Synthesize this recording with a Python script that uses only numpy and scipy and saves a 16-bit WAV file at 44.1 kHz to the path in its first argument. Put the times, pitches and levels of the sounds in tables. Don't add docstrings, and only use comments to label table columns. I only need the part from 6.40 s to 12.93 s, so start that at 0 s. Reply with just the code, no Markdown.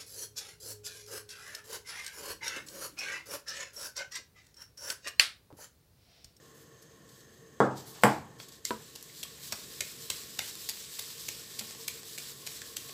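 import sys
import numpy as np
from scipy import signal
from scipy.fft import rfft, irfft
from scipy.io import wavfile
from scipy.ndimage import uniform_filter1d

SR = 44100
rng = np.random.default_rng(int(sys.argv[2]) if len(sys.argv) > 2 else 0)


def wav_record(signal):
    frames = np.transpose(np.atleast_2d(signal))
    bounded = np.clip(frames, -1, 1)
    quanta = np.round(bounded * 32767).astype(np.int16)
    wavfile.write(sys.argv[1], SR, quanta)


def magnitude_from_level(level_db):
    exponent = np.asarray(level_db, float) / 20
    return 10 ** exponent


N = 287973
STEPS = np.arange(0, N + 32, 32) / SR

# start_s, mesh_crack_db, contact_ms, hoop_db, thump_db
SLAPS = [(2.2513, -27.5, 2.9, -55, -68), (2.553, -41.5, 6.3, -61, -57), (2.83, -37, 8.3, -47, -55),
         (3.1223, -29, 3, -44, -35.5), (3.4075, -26.5, 3.5, -37, -58), (3.7006, -26.5, 3.5, -41, -45.5),
         (3.9903, -26, 2.6, -34, -40.5), (4.2901, -32, 10.8, -44, -52), (4.592, -36, 11, -47.5, -54),
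         (4.8851, -33.5, 7.7, -44.5, -50.5), (5.1901, -31.5, 6.4, -45, -56), (5.479, -34, 12.8, -48, -65),
         (5.7792, -37.5, 6.7, -48, -53), (6.0666, -33, 4.1, -42, -54), (6.3661, -31.5, 5.1, -46, -53)]
# start_s, mesh_crack_db,
# contact_ms, wood_db, dust_db
TOUCHES = [(0.4224, -59, 10, -80, -59), (0.6896, -60, 8.9, -78, -67), (0.805, -58, 8, -80, -79),
           (1.38, -48, 1.2, -63, -60), (1.9999, -50, 3.6, -47, -60), (2.084, -53, 8.8, -73, -55),
           (2.122, -53, 8.5, -69, -64), (2.6266, -42.5, 1.3, -66, -39.5), (2.981, -60, 7.5, -62, -61),
           (3.129, -49, 0.88, -48, -65), (5.2094, -63, 7, -48, -63), (5.308, -41.5, 3, -52, -47),
           (5.348, -46, 3.8, -54, -66), (5.631, -45, 3.1, -55, -56), (6.217, -38.5, 3, -56, -48),
           (6.492, -44, 5.5, -51, -66)]
# start_s, level_db, lasts_ms
FINGER_LANDINGS = [(2.2517, 0, 1.8), (2.553, -1, 4.2), (2.558, 3, 4.1), (2.8296, -4, 3.4), (2.8336, 2, 3.6),
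                   (3.1227, 1, 1.9), (3.126, -4, 4.4), (3.4063, 0, 1.7), (3.4094, 0, 1.5), (3.7004, 3, 1.5),
                   (3.7026, -1, 1.5), (3.9886, -7, 1.9), (3.991, 1, 2.7), (4.289, 4.5, 3.5),
                   (4.2945, 3.5, 4), (4.587, -8, 1.3), (4.5909, -2.5, 3.7), (4.5947, -2, 3.1),
                   (4.8836, -2, 4.5), (4.8879, 2, 1.9), (4.8912, -4, 1.8), (5.188, -11, 4.4),
                   (5.192, -5, 3.1), (5.1943, -3, 1.5), (5.1988, -9, 1.4), (5.4795, -11, 1.3),
                   (5.479, -5, 3), (5.482, 0, 2.6), (5.777, -4, 4), (5.7821, 3, 3), (5.783, -6, 2.5),
                   (6.0656, -6, 5.3), (6.0722, 1, 3), (6.363, -11, 3), (6.367, -1, 4.5)]
# pitch_hz, density_db (per Hz)
CRACK_COLOUR = [(900, -21.5), (2300, -15), (2900, -5), (3900, -1), (6800, -0.5), (8300, -1.5), (9300, -32)]
HOOP_COLOUR = [(800, -36), (1300, -25.5), (1600, -9.5), (1950, -7), (2300, -3.5), (2800, -4), (3300, -38)]
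THUMP_COLOUR = [(120, -25), (300, -1.5), (700, 4), (1300, -5), (2000, -17.5)]
DUST_COLOUR = [(7800, -52), (9200, -6), (11500, -2), (15500, -9), (17000, -22)]
# start_s, pitch_hz, level_db, t60_s
SIEVE_RINGS = [(2.2524, 7470, -20, 0.0089), (2.2535, 2100, -37, 0.028), (2.6268, 6000, -36, .004),
               (2.697, 2060, -44, 0.011), (2.831, 3300, -27.5, 0.01), (3.124, 2540, -28, 0.015),
               (3.13, 1260, -37, 0.02), (3.407, 2420, -27, 0.018), (3.4072, 3900, -28, 0.019),
               (3.1245, 5630, -22.5, 0.0094), (3.13, 1500, -38, 0.018), (3.416, 2130, -43, 0.048),
               (3.702, 2690, -37, .03), (3.7026, 4000, -22, 0.011), (3.9915, 3600, -25, 0.012),
               (3.993, 1370, -38, 0.0089), (3.992, 800, -33, 0.014), (3.715, 2100, -42, 0.033),
               (4.004, 2110, -35.5, 0.039), (4.885, 2300, -33.5, 0.023), (5.211, 220, -48, 0.096),
               (5.4835, 2270, -31.5, 0.02), (5.497, 2200, -47, 0.027), (5.779, 2300, -35.5, 0.015),
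               (5.7818, 2360, -38, 0.013), (3.4245, 2320, -44, 0.018), (6.2184, 1680, -37, 0.02),
               (1.9992, 4470, -37.5, .012), (2.0022, 3350, -35.5, 0.009), (3.1235, 850, -41, 0.024),
              (3.126, 1620, -37, 0.022), (3.14, 830, -50, 0.051), (3.407, 590, -43.5, 0.029),
              (3.4075, 2220, -33, 0.025), (3.125, 2620, -34, 0.025), (3.9905, 2900, -28, .02),
              (3.991, 1520, -35, .015), (3.703, 520, -43, .02), (2.272, 2200, -50, .06),
              (3.128, 203, -45, 0.061), (3.42, 396, -46.5, .05), (5.4, 1000, -52, .05),
              (2.402, 1750, -50, .015), (2.0, 1350, -45, 0.017), (5.22, 830, -51, 0.056),
              (3.702, 1590, -38, .02), (3.7013, 1040, -41, .025), (3.72, 1200, -50, .04),
              (4.005, 2100, -49, 0.036), (4.5905, 1100, -44.5, .025), (5.19, 2250, -45, .015),
              (5.192, 2750, -41, .015), (5.21, 1400, -47, 0.037), (6.07, 740, -50, 0.023),
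              (6.072, 1600, -48, .02), (6.2172, 2540, -38, .01), (2.852, 1120, -49, 0.065)]
# start_s, peak_db
TICKS = [(2.2614, -31), (3.4194, -42), (3.4244, -32), (3.7114, -42), (3.7194, -36), (3.836, -31),
         (4.1539, -28), (4.3033, -29), (4.316, -31), (5.5014, -42), (5.9194, -38), (1.224, -40),
         (1.241, -48), (1.3815, -39), (2.02, -42), (2.045, -44), (2.0925, -41), (2.135, -47), (2.155, -45),
         (5.896, -32)]

# pitch_hz, density_db (per Hz)
MESH_COLOUR = [(400, -56), (900, -12), (1500, -8), (2300, -4.5), (2800, -3), (3300, -0.5), (4000, 2),
               (5200, 1.5), (6500, -1.5), (7900, 2.5), (8600, -3), (9300, -7.5), (12000, -3.5),
               (15500, -7.5)]
# start_s, throw_db, throw_length_s, slide_back_db
STROKES = [(2.242, -48.5, 0.05, -74), (2.569, -69, 0.032, -52.5), (2.833, -64, 0.078, -48),
           (3.104, -52.5, 0.13, -52.5), (3.407, -50.5, 0.11, -50.5), (3.694, -47.5, 0.11, -56),
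           (4, -46.5, 0.096, -49.5), (4.325, -50, 0.089, -49), (4.594, -50, 0.12, -49),
           (4.903, -51.5, 0.1, -53.5), (5.192, -51, 0.11, -52.5), (5.467, -52, 0.12, -50.5),
           (5.775, -48.5, 0.13, -53.5), (6.051, -50, 0.12, -52.5), (6.354, -51.5, 0.15, -52)]
# start_s, length_s, level_db, fizz_db, body_db
RUSTLES = [(0, .1, -68, 1, 0.1), (0.132, 0.09, -66, 6, 0), (.395, .045, -72, 2, -1),
           (0.67, 0.14, -64.5, 1.5, -5), (0.906, 0.042, -68, 2, -7), (1.212, 0.046, -57, -9, 7),
           (1.295, .03, -62, -12, 8), (1.348, 0.058, -52, -3, -2.5), (1.448, 0.058, -55, 6, -5),
           (1.528, 0.063, -54, -3, 3), (1.604, 0.068, -50.5, 3, -2), (1.648, 0.098, -51, -3, -1.5),
           (1.979, 0.057, -53.5, -4, -2), (2.06, 0.031, -63, -1, -3), (2.102, 0.053, -57.5, -2, -2)]
# time_s, level_db
TRICKLE = [(0, -68.5), (2.23, -68.5), (2.3, -57.5), (3.0, -54.5), (4.5, -51), (5.5, -53.5), (5.63, -57),
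           (5.75, -55.5), (5.95, -61.5), (6.1, -51.5), (6.53, -59)]

# start_s, blow_db, ring_db, room_db, rebound_delay_ms
KNOCKS = [
    (1.2035, -16, -28, -17.5, 2.41),
    (1.6352, -23, -18, -11, 3.5),
    (2.3072, -27.5, -28.5, -28.5, 2.54),
]
# pitch_hz, density_db (per Hz)
BLOW_COLOURS = [
    [(29, -12), (50, -23), (174, -2.5), (380, -0.5), (520, 3), (891, 0), (1130, -2), (1700, -10.5),
     (2620, -35.5), (3420, -27), (4340, -37), (8300, -34), (15500, -88)],
    [(29, -57), (50, -27), (216, -6), (349, -5.5), (1000, -2), (1340, -14), (1830, -12.5), (4140, -35),
     (4900, -22), (6380, -34), (7540, -18.5), (10600, -27), (15500, -33)],
    [(47, -5), (80, -9), (432, 0.5), (834, -18), (970, 4), (1090, -7), (1750, -9), (2140, -16), (4500, -18),
     (5850, -60), (9900, -120)],
]
# pitch_hz, level_db, t60_s
LOW_MODES = [
    [(131.8, -1, 0.56), (206, 2.5, 0.32), (253, -1.5, 0.34), (315, -3, 0.45), (340, -10, 0.25),
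     (380, -20, .2), (422, -12, 0.091), (459, 3, 0.2), (509, -12, 0.25), (584, -1.5, 0.31), (759, -12, 0.3),
     (785, -11, 0.24), (863, -10, .22), (920, -17, .2)],
    [(132, -5, 0.28), (112, -16, 0.27), (211, 2, 0.2), (246, -16, .2), (308, -15.5, 0.52), (461, -6, 0.21),
     (492, 3, 0.074), (609, -2.5, 0.18), (650, -13, 0.25), (723, -11, 0.48), (800, -7, 0.25),
     (824, -9, 0.53), (864, -12, .4), (870, -6.5, 0.3)],
    [(220, -10.5, 0.31), (310, -15, 0.17), (440, -10, 0.11), (498, -12, 0.22), (654, -10, 0.13),
     (975, -3.5, 0.14), (1032, -0.5, 0.068), (1520, -19, .15)],
]
# pitch_hz, level_db, t60_s
HIGH_MODES = [
    [(1030, -23, 0.27), (1050, -8, .25), (1100, 7.5, 0.14), (1170, -11, 0.23), (1217, -9, 0.28),
     (1390, -3.5, 0.3), (1545, -9, 0.29), (1470, -15, 0.27), (1720, -18, .2), (1850, -9, .12),
     (2170, -18, .1), (3270, -35, .09), (4900, -20, 0.078), (6360, -37, .06), (7660, -40, .07),
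     (8100, -37, .07)],
    [(987, -12, .15), (1050, -6, 0.22), (1124, -3.5, 0.17), (1230, -33, 0.18), (1390, -10, 0.19),
     (1610, -27, 0.16), (1576, -8.5, 0.22), (1700, -24, .3), (1850, -30, .2), (2124, -18, .18),
     (2300, -27, .2)],
    [(1160, -16, .08), (1300, -15, 0.13), (1420, -15, .1), (1600, -18, 0.054), (1780, -11, .03),
     (2870, -28, .015)],
]
REBOUNDS = [0.33, 0.1, 0.34]
# delay_s after the knock, lost_db from the ring
DAMPING = [(.3, 0), (0.15, -15), (.3, 0)]
RING_STARTS = [0.61, 0.54, 0.78]
# start_s, level_db
CLICKS = [
    (1.63655, -2.5),
    (1.6497, -19),
]
# pitch_hz, level_db, t60_s
GLAZE_MODES = [(1610, 7.5, 0.0016), (2100, -23.5, 0.035), (2880, -27, 0.019), (5180, -33, 0.025),
               (7720, -21.5, 0.035), (9200, -28, 0.03), (10100, -35, 0.043), (8040, -35, .06),
               (11700, -25.5, 0.03), (13600, -30, 0.017), (15000, -35, .04)]
# start_s, length_s, level_db
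DRAGS = [
    (1.443, .05, -65),
    (1.55, .04, -57),
    (1.6, 0.033, -61),
    (2.397, 0.0074, -56.5),
]
# pitch_hz, density_db (per Hz)
DRAG_COLOUR = [(400, -24), (750, 5), (1200, 2), (1900, -7), (2600, -12.5), (3500, -42)]

# pitch_hz, t60_s
KITCHEN_DECAY = [(80, 0.85), (200, 0.42), (500, 0.29), (800, 0.33), (1200, 0.3), (2500, 0.28), (6000, 0.19),
                 (12000, 0.16)]
# pitch_hz, density_db (per Hz)
AIR_COLOUR = [(18, -45), (30, -16), (120, 0), (270, -3), (443, -1), (787, -16), (1080, -21), (1360, -15),
              (1770, -15), (2490, -26), (3230, -17), (5310, -59), (6370, -15.5), (9190, -32.5),
              (15500, -58)]
# time_s, level_db
DRONE_DRIFT = [(0, -60), (1.1, -60.5), (1.6, -57), (1.95, -59), (2.2, -61.5), (2.45, -61), (2.7, -61.5),
               (3.25, -58), (3.6, -58.5), (4.1, -59), (4.6, -61), (5.0, -58.5), (5.7, -59), (6.53, -57.5)]
# pitch_hz, width_hz, level_db
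DRONE_MODES = [(141, 26, -65), (454, 11, -66.5), (1087, 54, -69), (61.4, 16, -64), (1792, 91, -70),
               (6370, 76, -70.5)]
# time_s, level_db
WHINE_FADE = [(0, -1), (.6, 2), (1.0, 0.5), (1.7, -4), (1.85, -12), (6.53, -8)]
# time_s, low_hz, high_hz, level_db
UNLIKE_BANDS = [(.64, 6900, 8300, -76), (2.44, 5070, 6900, -68), (2.44, 9600, 11000, -73),
                (2.49, 6900, 8300, -65), (2.65, 13000, 14600, -72), (3.33, 4250, 5240, -62),
                (3.47, 9600, 11000, -63), (3.63, 5500, 7000, -60), (3.63, 9000, 14500, -59),
                (3.91, 4500, 5800, -63), (4.21, 4170, 5800, -59), (4.56, 8300, 9600, -60),
                (6.31, 8850, 10300, -67)]


def slaps():
    out = np.zeros(N)
    size, lead_s, rise_ms = 1500, 0.008, 0.37
    t_ms = np.arange(size) * 1000 / SR
    parts = [colour(points) for points in (CRACK_COLOUR, HOOP_COLOUR, THUMP_COLOUR, DUST_COLOUR)]
    slap_times = [row[0] for row in SLAPS]
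    touch_landings = [(s, 0, ms) for s, _, ms, *_ in TOUCHES]
    for s, crack_db, ms, *other_db in contacts():
        landings = FINGER_LANDINGS if s in slap_times else touch_landings
        contact = np.zeros(size)
        for at, db, lasts_ms in landings:
            if abs(at - s) >= 0.012:
                continue
            since_ms = t_ms - (at - s + lead_s) * 1000
            rise = np.clip(since_ms / rise_ms + 0.5, 0, 1)
            contact += magnitude_from_level(db) * rise / (1 + abs(since_ms / max(lasts_ms, 0.4)) ** 5.7)
        ragged = uniform_filter1d(rng.standard_normal(size), size=36)
        contact *= magnitude_from_level(1.9 * evened(ragged))
        for db, taps in zip([crack_db, *other_db], parts):
            burst = signal.fftconvolve(rng.standard_normal(size) * contact, taps)
            burst *= np.sqrt(max(ms, 0.5) * SR / 1000) / np.linalg.norm(burst)
            add(out, s - lead_s, magnitude_from_level(db - 0.92) * burst)
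    return out


def contacts():
    palms = [(*row, row[1] - 9 + 0.49 * row[2]) for row in SLAPS]
    tips = [(s, db, ms, wood_db, wood_db - 1, dust_db) for s, db, ms, wood_db, dust_db in TOUCHES]
    return sorted(palms + tips)


def mesh_ticks():
    out, t = np.zeros(N), np.arange(120) / SR
    mesh = colour(MESH_COLOUR)
    for s, peak_db in TICKS:
        tick = np.convolve(rng.standard_normal(120) * np.exp(-t / 0.00078), mesh)
        add(out, s, magnitude_from_level(peak_db + 0.5) * tick / abs(tick).max())
    return out


def hoop_rings():
    out, rise_ms = np.zeros(N), 0.7
    t_ms = np.arange(6000) * 1000 / SR
    soft = np.sin(np.pi / 2 * np.minimum(t_ms / rise_ms, 1)) ** 2
    for s, hz, db, t60 in SIEVE_RINGS:
        modes = [(hz, db + 1.5, t60), (1.5 * hz, db - 24, 0.57 * t60)]
        add(out, s, soft * ringing(modes, size=6000))
    return out


def air_puffs():
    out = np.zeros(N)
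    for s, crack_db, *_ in SLAPS[2:]:
        add(out, s, magnitude_from_level(crack_db - 13) * ringing([(63, -8, 0.13), (82.6, -8, 0.098)]))
    return out


def flour():
    level_db, fizz_db, body_db = flour_motion()
    lumps = evened(uniform_filter1d(rng.standard_normal(N), size=350))
    strength = magnitude_from_level(4.7 * np.minimum(rng.exponential(1, N), 5))
    struck = rng.random(N) < 1500 / SR
    coarse = strength * struck * rng.choice([-1, 1], N)
    grains = evened(signal.oaconvolve(coarse, colour(MESH_COLOUR))[:N])
    fine = hiss(MESH_COLOUR, patchy_db=1.0, top_db=fizz_db, body_db=body_db)
    return magnitude_from_level(level_db + 2.5) * (evened(fine) * magnitude_from_level(0.75 * lumps) + magnitude_from_level(-11) * grains)


def flour_motion():
    body_per_fizz = -1.3
    trickle_fizz_db, throw_fizz_db, back_fizz_db = -0.5, 1, 2.5
    back_after_s, back_early_s, last_stroke_s = 0.16, 0.023, 0.3
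    trickle = magnitude_from_level(np.interp(STEPS, *np.transpose(TRICKLE))) ** 2
    slides = [(trickle, trickle_fizz_db, body_per_fizz * trickle_fizz_db)]
    for s, length, db, fizz_db, body_db in RUSTLES:
        rustle = slide_power(s, length, 0.024, 0.045, db, -0.5)
        slides.append((rustle, fizz_db, body_db))
    ends = [row[0] for row in STROKES[1:]] + [STROKES[-1][0] + last_stroke_s]
    for (s, throw_db, length, back_db), end in zip(STROKES, ends):
        throw = slide_power(s, length, 0.013, 0.048, throw_db, 1)
        slides.append((throw, throw_fizz_db, body_per_fizz * throw_fizz_db))
        back_s = s + back_after_s
        back = slide_power(back_s, end - back_early_s - back_s, 0.048, 0.031, back_db, 0)
        slides.append((back, back_fizz_db, body_per_fizz * back_fizz_db))
    power = sum(row[0] for row in slides)
    fizz = sum(row[0] * row[1] for row in slides) / power
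    body = sum(row[0] * row[2] for row in slides) / power
    return spread(10 * np.log10(power)), spread(fizz), spread(body)


def slide_power(start, length, rise, fall, db, change_db):
    t = STEPS - start
    swell = np.clip(t / max(rise, 0.002), 0, 1)
    decay = np.exp(-np.maximum(t - length, 0) / max(fall, 0.002))
    drift_db = change_db * np.clip(t / max(length, 0.01), 0, 1)
    return (swell * decay * magnitude_from_level(db + drift_db)) ** 2


def hiss(points, patchy_db, top_db, body_db):
    frames, hz = N // 128 + 5, np.fft.rfftfreq(512, 1 / SR)
    real, imag, patches = rng.standard_normal((3, 257, frames))
    patches = uniform_filter1d(patches, size=8, axis=0)
    patches = evened(uniform_filter1d(patches, size=14, axis=1))
    at = np.minimum(np.arange(frames) * 128, N - 1)
    top = np.outer(np.clip((hz - 8000) / 1500, 0, 1), top_db[at])
    body = np.outer(np.clip((3400 - hz) / 700, 0, 1), body_db[at])
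    gain = magnitude_from_level(read(points, hz)[:, None] + patchy_db * patches + top + body)
    return signal.istft((real + 1j * imag) * gain, nperseg=512, noverlap=384)[1][:N]


def knocks():
    out, t = np.zeros(N), np.arange(SR // 2) / SR
    rows = zip(KNOCKS, BLOW_COLOURS, LOW_MODES, HIGH_MODES, REBOUNDS, DAMPING, RING_STARTS)
    for knock, spectrum, low, high, rebound, (damped_s, lost_db), start in rows:
        s, blow_db, ring_db, room_db, delay_ms = knock
        contact = np.zeros(300)
        contact[0] = -1
        contact[round(np.clip(delay_ms, 0.1, 6) * SR / 1000)] = -rebound
        blow = magnitude_from_level(blow_db + 23.5) * np.convolve(contact, colour(spectrum))
        modes = low + high
        ring = ringing(modes[::2]) - ringing(modes[1::2])
        build_up = np.minimum(start + t / 0.031, 1)
        hand_db = lost_db * np.clip((t - damped_s) / 0.012, 0, 1)
        add(out, s, blow)
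        add(out, s, magnitude_from_level(ring_db + hand_db) * build_up * ring)
        add(out, s, magnitude_from_level(room_db + 18) * signal.fftconvolve(blow, kitchen()))
    return out


def clicks():
    out = np.zeros(N)
    for s, db in CLICKS:
        add(out, s, -magnitude_from_level(db) * ringing(GLAZE_MODES))
    return out


def drags():
    roughness = evened(uniform_filter1d(rng.standard_normal(N), size=150))
    grit = rng.standard_normal(N) * magnitude_from_level(2.2 * roughness)
    power = sum(slide_power(s, length, 0.012, 0.015, db, 0) for s, length, db in DRAGS)
    return spread(np.sqrt(power)) * evened(signal.oaconvolve(grit, colour(DRAG_COLOUR))[:N])


def kitchen():
    taps = np.zeros(SR)
    at = np.arange(120, SR - 16, 16)
    taps[at + rng.integers(0, 16, at.shape)] = rng.choice([-1., 1.], at.shape)
    hz, t, z = signal.stft(taps, SR, nperseg=512)
    fade_db = -60 * t / read(KITCHEN_DECAY, hz)[:, None]
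    next_room = magnitude_from_level(-20.5 + fade_db / 2.28)
    tail = signal.istft(z * (magnitude_from_level(fade_db) + next_room), SR, nperseg=512)[1]
    return tail / np.linalg.norm(tail)


def appliance():
    time, hz = np.arange(N) / SR, np.fft.rfftfreq(N, 1 / SR)
    air = irfft(rfft(rng.standard_normal(N)) * magnitude_from_level(read(AIR_COLOUR, hz)), N)
    out = magnitude_from_level(-58.5) * evened(air)
    whine_db = np.interp(time, *np.transpose(WHINE_FADE))
    for f, width, db in DRONE_MODES:
        noise = rng.standard_normal(N)
        slow = uniform_filter1d(uniform_filter1d(noise, size=5000), size=5000)
        fade_db = whine_db * (f > 5000)
        band = irfft(rfft(noise) / (1 + ((hz - f) / width) ** 2), N)
        out = out + magnitude_from_level(db + 1.9 * evened(slow) + fade_db) * evened(band)
    return out * magnitude_from_level(np.interp(time, *np.transpose(DRONE_DRIFT)) + 59)


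def channel_difference(mono):
    highpass = signal.butter(8, 8600, "highpass", fs=SR, output="sos")
    treble, noise_treble = signal.sosfilt(highpass, [mono, rng.standard_normal(N)])
    quiet = uniform_filter1d(treble ** 2, size=1024) < magnitude_from_level(-70) ** 2
    side = magnitude_from_level(-79) * noise_treble * quiet
    hz = np.fft.rfftfreq(2048, 1 / SR)
    for s, low_hz, high_hz, db in UNLIKE_BANDS:
        inside = (hz > low_hz) * (hz < high_hz)
        band = evened(irfft(rfft(rng.standard_normal(2048)) * inside))
        add(side, s - 1024 / SR, magnitude_from_level(db) * band * signal.windows.tukey(2048, 0.6))
    return side


def ringing(modes, size=SR // 2):
    t = np.arange(size) / SR
    out = np.zeros(size)
    for hz, db, t60 in modes:
        out += magnitude_from_level(db - 60 * t / np.clip(t60, 0.002, 0.7)) * np.sin(2 * np.pi * hz * t)
    return out


def colour(points):
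    db = read(points, abs(np.fft.fftfreq(4096, 1 / SR)))
    log_gain = np.log(magnitude_from_level(np.maximum(db, -100)))
    phase = -signal.hilbert(log_gain).imag
    taps = np.fft.ifft(np.exp(log_gain + 1j * phase)).real[:2048]
    return taps / np.linalg.norm(taps)


def read(points, hz):
    f, value = np.transpose(points)
    return np.interp(np.log(hz + 1), np.log(f + 1), value)


def evened(x):
    return x / np.sqrt(np.mean(x ** 2) + 1e-20)


def spread(control):
    return np.interp(np.arange(N) / SR, STEPS, control)


def add(mix, s, sound):
    part = mix[round(s * SR):][:len(sound)]
    part += sound[:len(part)]


def scene():
    near = slaps() + clicks() + mesh_ticks() + hoop_rings() + air_puffs()
    room = magnitude_from_level(-7) * signal.fftconvolve(near, kitchen())[:N]
    mono = near + room + flour() + knocks() + drags() + appliance()
    return np.array([mono, mono])


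def top_cut(x):
    return signal.sosfilt(signal.butter(12, 16800, fs=SR, output="sos"), x)


def record(dry):
    mono = signal.sosfilt(signal.butter(3, 90, "highpass", fs=SR, output="sos"), dry[0])
    mono = np.clip(mono, -0.95, 0.95)
    side = channel_difference(mono)
    band_limit = signal.firwin(601, 15550, fs=SR)
    pair = signal.oaconvolve([mono + side, mono - side], band_limit[None], "same")
    return top_cut(pair)


dry = scene()
out = record(dry)
wav_record(out)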